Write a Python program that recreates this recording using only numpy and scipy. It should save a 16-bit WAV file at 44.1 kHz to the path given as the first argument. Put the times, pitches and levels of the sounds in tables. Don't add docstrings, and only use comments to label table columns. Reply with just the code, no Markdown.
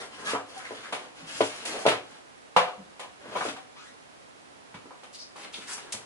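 import sys
import numpy as np
from scipy import signal
from scipy.fft import rfft, irfft, next_fast_len
from scipy.io import wavfile
from scipy.ndimage import map_coordinates

SR = 44100
rng = np.random.default_rng(int(sys.argv[2]) if len(sys.argv) > 2 else 0)


def file_out(sig):
    cols = np.atleast_2d(sig).T
    lim = np.clip(cols, -1, 1)
    pcm = np.round(lim * 32767).astype(np.int16)
    wavfile.write(sys.argv[1], SR, pcm)


N = 267157


def machine_bumps():
    # t/s, level/dB, body f/Hz, contact hardness/dB, hand damping/(dB/s)
    hits = [(0.333, -16, 420, -40, 32), (0.707, -23, 470, -42, 50), (0.926, -28, 384, -14.5, 10),
            (1.405, -5, 503, -23.5, 85), (1.853, -9, 517, -29, 58), (1.862, -5, 490, -19, 25),
            (1.882, -14, 494, -10.5, 13), (3.256, -34, 490, -33, 40), (3.319, -29, 546, -22, 40),
            (3.451, -18.5, 487, -21.5, 52), (3.483, -26, 404, -14, 94), (4.744, -38, 296, -13.5, 35),
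            (4.855, -36.5, 353, -30, 38), (5.584, -36, 300, -26, 50), (5.939, -31, 648, -13.5, 38)]
    # f/Hz, level/dB, t60/s
    modes = [(110.2, -5.5, 0.53), (228.4, -2.5, 0.146), (279.5, -2, 0.46), (439, 0, 0.24), (547, -2, 0.17),
             (615, 0, 0.33), (720, -0.5, 0.12), (903, -2, 0.29), (991, 4.5, 0.18), (1177, 5.5, 0.16),
             (1323, 6, 0.27), (1463, 3.5, 0.25), (2040, 2, 0.21), (2520, -17, 0.22)]
    return blows(hits, modes, push_db=15.5, chatter_t60_s=0.12, chatter_db=7.5, room_db=13, ring_db=-0.5,
                 body_db=-17, crack_db=-1.5, tick_db=-10.5, tick_growth=1.15, band_ratio=1.51)


def plate_clacks():
    # t/s, level/dB, body f/Hz, contact hardness/dB, hand damping/(dB/s)
    hits = [(0.349, -19.5, 940, -36, 39), (0.924, -23.5, 800, -7.5, 8), (1.652, -33.5, 590, 0, 30),
            (1.915, -20, 920, -22, 22), (2.563, -5.5, 860, -14.5, 9), (2.679, -29, 670, -15, 10),
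            (2.994, -32.5, 690, -6, 3), (3.035, -35, 720, -22, 30), (3.353, -18, 735, -24, 42),
            (3.408, -20, 1060, -28, 47), (3.563, -35.5, 980, -9, 30), (4.741, -36, 1290, -13, 30),
            (4.906, -38.5, 810, -28, 15), (5.032, -41, 830, -6.5, 25), (5.358, -38.5, 850, -11, 10),
            (5.778, -36, 1090, -7, 27)]
    # f/Hz, level/dB, t60/s
    modes = [(184.8, 2, 0.33), (503, 6.5, 0.42), (519, 1, 0.56), (600, -9, 0.31), (729, 3, 0.53),
             (806, 1.5, 0.29), (978, 10, 0.2), (1030, 10.5, 0.22), (1140, 1.5, 0.25), (1218, 9, 0.18),
             (1380, -10, .24), (2000, -28, .27), (2264, 7, 0.32), (2364, 2, 0.3), (2820, 1, 0.43),
             (3080, 8, 0.17), (3198, -16, 0.11), (3630, -15, 0.22)]
    return blows(hits, modes, push_db=-2.5, chatter_t60_s=0.076, chatter_db=3.5, room_db=8, ring_db=-1.5,
                 body_db=-12.5, crack_db=-4.5, tick_db=-5, tick_growth=1.93, band_ratio=1.62)


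def blows(hits, modes, push_db, chatter_t60_s, chatter_db, room_db, ring_db,
          body_db, crack_db, tick_db, tick_growth, band_ratio):
    out = np.zeros((2, N))
    for start_s, level_db, body_hz, hardness_db, damping_db_per_s in hits:
        knock = contact(start_s, push_db, chatter_t60_s, chatter_db, room_db)
        t = np.arange(knock.shape[1]) / SR
        lo_hz, hi_hz = body_hz / band_ratio, body_hz * band_ratio
        body = onset_unit(band(knock, lo_hz, hi_hz, order=3))
        ring = band(ringing(modes, t), lo_hz, hi_hz, order=1)
        ring = onset_unit(placed(ring, start_s))
        sound = amp(body_db) * (body + amp(ring_db) * ring)
        sound += amp(crack_db + hardness_db) * edge_crack(start_s, lo_hz=1670, hi_hz=3740)
        sound += amp(tick_db + tick_growth * hardness_db) * edge_crack(start_s, lo_hz=4030, hi_hz=11100)
        add(out, sound * amp(level_db - damping_db_per_s * t), start_s)
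    return out


def ringing(modes, t):
    ring = np.zeros((2, len(t)))
    for hz, level_db, t60_s in modes:
        envelope = amp(level_db + rng.normal(0, 1)) * 1000 ** (-t / t60_s)
        phase_rad = rng.normal(0, min(hz / 1200, 1), (2, 1))
        ring += envelope * np.sin(2 * np.pi * hz * t + phase_rad)
    return ring * attack(len(t), rise_s=0.002)


def edge_crack(start_s, lo_hz, hi_hz):
    edge = contact(start_s, push_db=2, chatter_t60_s=0.34, chatter_db=2.5, room_db=9)
    edge *= attack(edge.shape[1], rise_s=0.0025)
    return onset_unit(band(edge, lo_hz, hi_hz, order=2))


def contact(start_s, push_db, chatter_t60_s, chatter_db, room_db):
    tail = room_tail()
    t = np.arange(tail.shape[1]) / SR
    chatter = rng.standard_normal(len(t)) * 1000 ** (-t / chatter_t60_s)
    push = signal.unit_impulse(len(t), SR // 1000)
    direct = amp(push_db) * push + amp(chatter_db) * chatter / np.linalg.norm(chatter)
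    return placed(direct, start_s) + amp(room_db) * tail


def table_thuds():
    # t/s, level/dB
    thuds = [(1.343, -55.5), (1.875, -40), (2.564, -43), (3.28, -55), (3.481, -57), (4.744, -51.5),
             (5.94, -52)]
    out = np.zeros((2, N))
    for start_s, level_db in thuds:
        push = contact(start_s, push_db=-5.5, chatter_t60_s=0.095, chatter_db=8.5, room_db=6)
        add(out, amp(level_db) * onset_unit(band(push, lo_hz=98, hi_hz=221, order=2)), start_s)
    return out


def edge_flicks():
    # t/s, level/dB
    flicks = [(0.576, -48.5), (1.652, -43.5), (5.128, -55.5), (5.147, -52), (5.922, -33)]
    out = np.zeros((2, N))
    for start_s, level_db in flicks:
        snap = contact(start_s, push_db=-2, chatter_t60_s=0.082, chatter_db=12.5, room_db=12.5)
        snap *= attack(snap.shape[1], rise_s=0.002)
        add(out, amp(level_db) * onset_unit(band(snap, lo_hz=3300, hi_hz=10200, order=1)), start_s)
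    return out


def slides(rumble_db=-2.5, rasp_db=-1.5, hiss_db=-4.5):
    # t/s, length/s, level/dB, swell/dB, brightness/dB
    pushes = [(0.0, 0.05, -41.5, -16.5, 0), (0.098, 0.16, -46, 9.5, -2), (0.244, 0.064, -35, 10, 2.5),
              (0.45, 0.453, -48, -0.5, 0.5), (0.978, 0.14, -54.5, -24, -3), (1.147, 0.14, -50, -4, 0),
              (1.264, 0.21, -40, 3.5, 5), (1.435, 0.25, -42.5, 0, 1.5), (1.654, 0.22, -39, -9, 1),
              (2.029, 0.14, -54.5, 0.5, -0.5), (3.191, 0.184, -49, 16, -5.5),
              (3.358, 0.14, -38.5, -0.5, 0.5), (5.357, 0.093, -45, 3.5, 0), (5.523, 0.15, -48, -7, 4),
              (5.67, 0.066, -40.5, 8, 9), (5.747, 0.2, -54.5, 1, -2.5), (5.98, 0.072, -56, -12, -2.5)]
    # f/Hz, density/dB
    rumble = [(40, -22), (110, -15.5), (220, -6.5), (420, -2), (750, -2), (1200, -4), (1800, -5.5),
              (4000, -34)]
    rasp = [(700, -33), (1300, -1.5), (1700, -2.5), (3000, 2), (4200, -3.5), (7000, -18)]
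    hiss = [(2500, -48), (4500, -4.5), (7000, -5), (11000, -10.5)]
    out = np.zeros((2, N))
    for start_s, length_s, level_db, swell_db, bright_db in pushes:
        envelope = amp(level_db) * stroke(length_s, swell_db)
        layers = ((rumble, rumble_db - bright_db), (rasp, rasp_db), (hiss, hiss_db + bright_db))
        scrape = sum(amp(db) * friction(spectrum, len(envelope)) for spectrum, db in layers)
        add(out, in_room(envelope * scrape, start_s, room_db=5.5), start_s)
    return out


def friction(spectrum, n, grain_db=3.5, judder_db=2):
    catches = rng.standard_normal(n)
    catches *= amp(grain_db * wobble(n, rate_hz=700) + judder_db * wobble(n, rate_hz=43.8))
    return unit(filtered(catches, lambda hz: amp(along(spectrum, hz))))


def edge_rubs(grain_db=3):
    # t/s, length/s, centre f/Hz, half width/octaves, level/dB
    rubs = [(0.261, 0.09, 1180, 0.47, -39), (0.574, 0.033, 1510, 0.6, -44.5),
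            (0.645, 0.015, 1820, 0.4, -37.5), (0.828, 0.035, 1580, 0.58, -43),
            (1.19, 0.058, 190, 0.48, -52), (1.727, 0.029, 486, 0.4, -35.5),
            (2.779, 0.028, 218, 0.39, -48.5), (5.135, 0.022, 4370, 0.46, -44.5),
            (5.185, 0.04, 4930, 0.26, -43), (5.534, 0.016, 3250, 0.34, -37.5),
            (5.616, 0.011, 2380, 0.61, -42), (5.676, 0.043, 1590, 0.52, -43),
            (5.815, 0.048, 408, 0.45, -54)]
    out = np.zeros((2, N))
    for start_s, length_s, centre_hz, half_width_oct, level_db in rubs:
        envelope = amp(level_db) * stroke(length_s)
        n = len(envelope)
        catches = rng.standard_normal(n) * amp(grain_db * wobble(n, rate_hz=598))
        scrape = filtered(catches, lambda hz: 1 / (1 + (np.log2((hz + 1) / centre_hz) / half_width_oct) ** 2))
        add(out, in_room(envelope * unit(scrape), start_s, room_db=4), start_s)
    return out


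def squeaks():
    # t/s, length/s, f/Hz, level/dB
    slips = [(0.263, 0.015, 1680, -33), (0.307, 0.011, 1480, -42), (0.563, 0.013, 755, -41),
             (1.747, 0.075, 770, -40), (3.573, 0.014, 763, -46)]
    out = np.zeros((2, N))
    for start_s, length_s, hz, level_db in slips:
        envelope = amp(level_db) * stroke(length_s)
        add(out, slip_tone(envelope, hz, start_s, waver=0.015, harmonic_step_db=-16), start_s)
    return out


def plate_zip(start_s=3.757, length_s=0.14, level_db=-50.5, start_hz=971, rise_hz_per_s=7500):
    out = np.zeros((2, N))
    envelope = amp(level_db) * stroke(length_s, swell_db=-9)
    t = np.arange(len(envelope)) / SR
    ridge_hz = start_hz + rise_hz_per_s * np.minimum(t, length_s)
    add(out, slip_tone(envelope, ridge_hz, start_s, waver=0.1, harmonic_step_db=-2.5), start_s)
    return out


def slip_tone(envelope, hz, start_s, waver, harmonic_step_db):
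    phase = 2 * np.pi * np.cumsum(hz * (1 + waver * wobble(len(envelope), rate_hz=700))) / SR
    tone = sum(amp(harmonic_step_db * k) * np.sin((k + 1) * phase) for k in range(5))
    return in_room(envelope * unit(tone), start_s, room_db=0.5)


def stroke(length_s, swell_db=0, grip_share=0.041, release_s=0.0097, tail_s=0.35):
    t = np.arange(round((length_s + tail_s) * SR)) / SR
    swell = amp(swell_db * (np.minimum(t / length_s, 1) - 0.5))
    release = np.exp(-np.maximum(t - length_s, 0) / release_s)
    return attack(len(t), grip_share * length_s) * swell * release


def placed(x, start_s):
    # t/s, left microphone lead/ms
    bearing = [(0, 0.18), (3.6, 0.16), (5, -0.035), (6, -0.0098)]
    lead_s = np.interp(start_s, *np.transpose(bearing)) / 1000
    return filtered(x, lambda hz: np.exp(1j * np.pi * lead_s * np.outer([1, -1], hz)))


def in_room(x, start_s, room_db):
    wet = signal.fftconvolve(x[None], room_tail(), axes=1)[:, :len(x)]
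    return (placed(x, start_s) + amp(room_db) * wet) / np.sqrt(1 + amp(room_db) ** 2)


def room_tail():
    # f/Hz, t60/s
    decay = [(100, 0.33), (400, 0.43), (1000, 0.38), (3000, 0.31), (10000, 0.26)]
    # f/Hz, side minus mid/dB
    width = [(100, -12), (280, -18.5), (550, -1.5), (1000, -7.5), (1900, 1), (3300, 4), (5500, 6),
             (9000, -0.5)]
    hz, t, spectra = signal.stft(diffuse(SR * 3 // 5, width), SR, nperseg=256)
    spectra *= amp(-60 * t / along(decay, hz)[:, None])
    _, tail = signal.istft(spectra, SR, nperseg=256)
    tail *= attack(tail.shape[1], rise_s=0.00064)
    return tail / np.linalg.norm(tail[0])


def room_hush(level_db=-51):
    # f/Hz, density/dB
    spectrum = [(15, -62), (25, -42), (47, -14.5), (118, -4.5), (223, -1.5), (254, 2), (327, 0), (588, 0),
                (721, 0), (1800, -6), (11000, -21), (14300, -86), (22000, -120)]
    # f/Hz, side minus mid/dB
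    width = [(60, -2.5), (170, 5), (500, 4.5), (1420, 4.5), (4080, 1.5), (11700, -1)]
    return amp(level_db) * unit(filtered(diffuse(N, width), lambda hz: amp(along(spectrum, hz))))


def diffuse(n, width):
    def mid_side_gains(hz):
        gains = amp(np.outer([0, 1], along(width, hz)))
        return gains / np.linalg.norm(gains, axis=0)
    mid, side = filtered(rng.standard_normal((2, n)), mid_side_gains)
    return np.array([mid + side, mid - side])


def amp(db):
    return 10 ** (np.asarray(db) / 20)


def unit(x):
    return x / np.sqrt(np.mean(x ** 2) + 1e-20)


def onset_unit(x):
    return x / np.sqrt(np.mean(x[:, :SR // 28] ** 2) + 1e-20)


def attack(n, rise_s):
    return 1 - np.exp(-np.arange(n) / SR / rise_s)


def along(points, hz):
    knots_hz, values = np.transpose(points)
    return np.interp(np.log(hz + 1), np.log(knots_hz + 1), values)


def wobble(n, rate_hz):
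    knots = rng.standard_normal(int(n * rate_hz / SR) + 4)
    return map_coordinates(knots, [np.arange(n) * rate_hz / SR])


def filtered(x, response):
    n = x.shape[-1]
    n_fft = next_fast_len(n + 8192)
    return irfft(rfft(x, n_fft) * response(np.fft.rfftfreq(n_fft, 1 / SR)), n_fft)[..., :n]


def band(x, lo_hz, hi_hz, order):
    return signal.sosfilt(signal.butter(order, [lo_hz, hi_hz], "band", fs=SR, output="sos"), x)


def add(out, x, start_s):
    part = out[:, round(start_s * SR):][:, :x.shape[1]]
    part += x[:, :part.shape[1]]


def scene():
    knocks = machine_bumps() + plate_clacks() + table_thuds() + edge_flicks()
    rubbing = slides() + edge_rubs() + squeaks() + plate_zip()
    return (knocks + rubbing) * amp([[0.5], [-0.5]]) + room_hush() * amp([[-1.2], [1.2]])


def record(dry):
    top_hz = 10980
    return filtered(dry, lambda hz: 1 / np.sqrt(1 + (hz / top_hz) ** 200))


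dry = scene()
out = record(dry)
file_out(out)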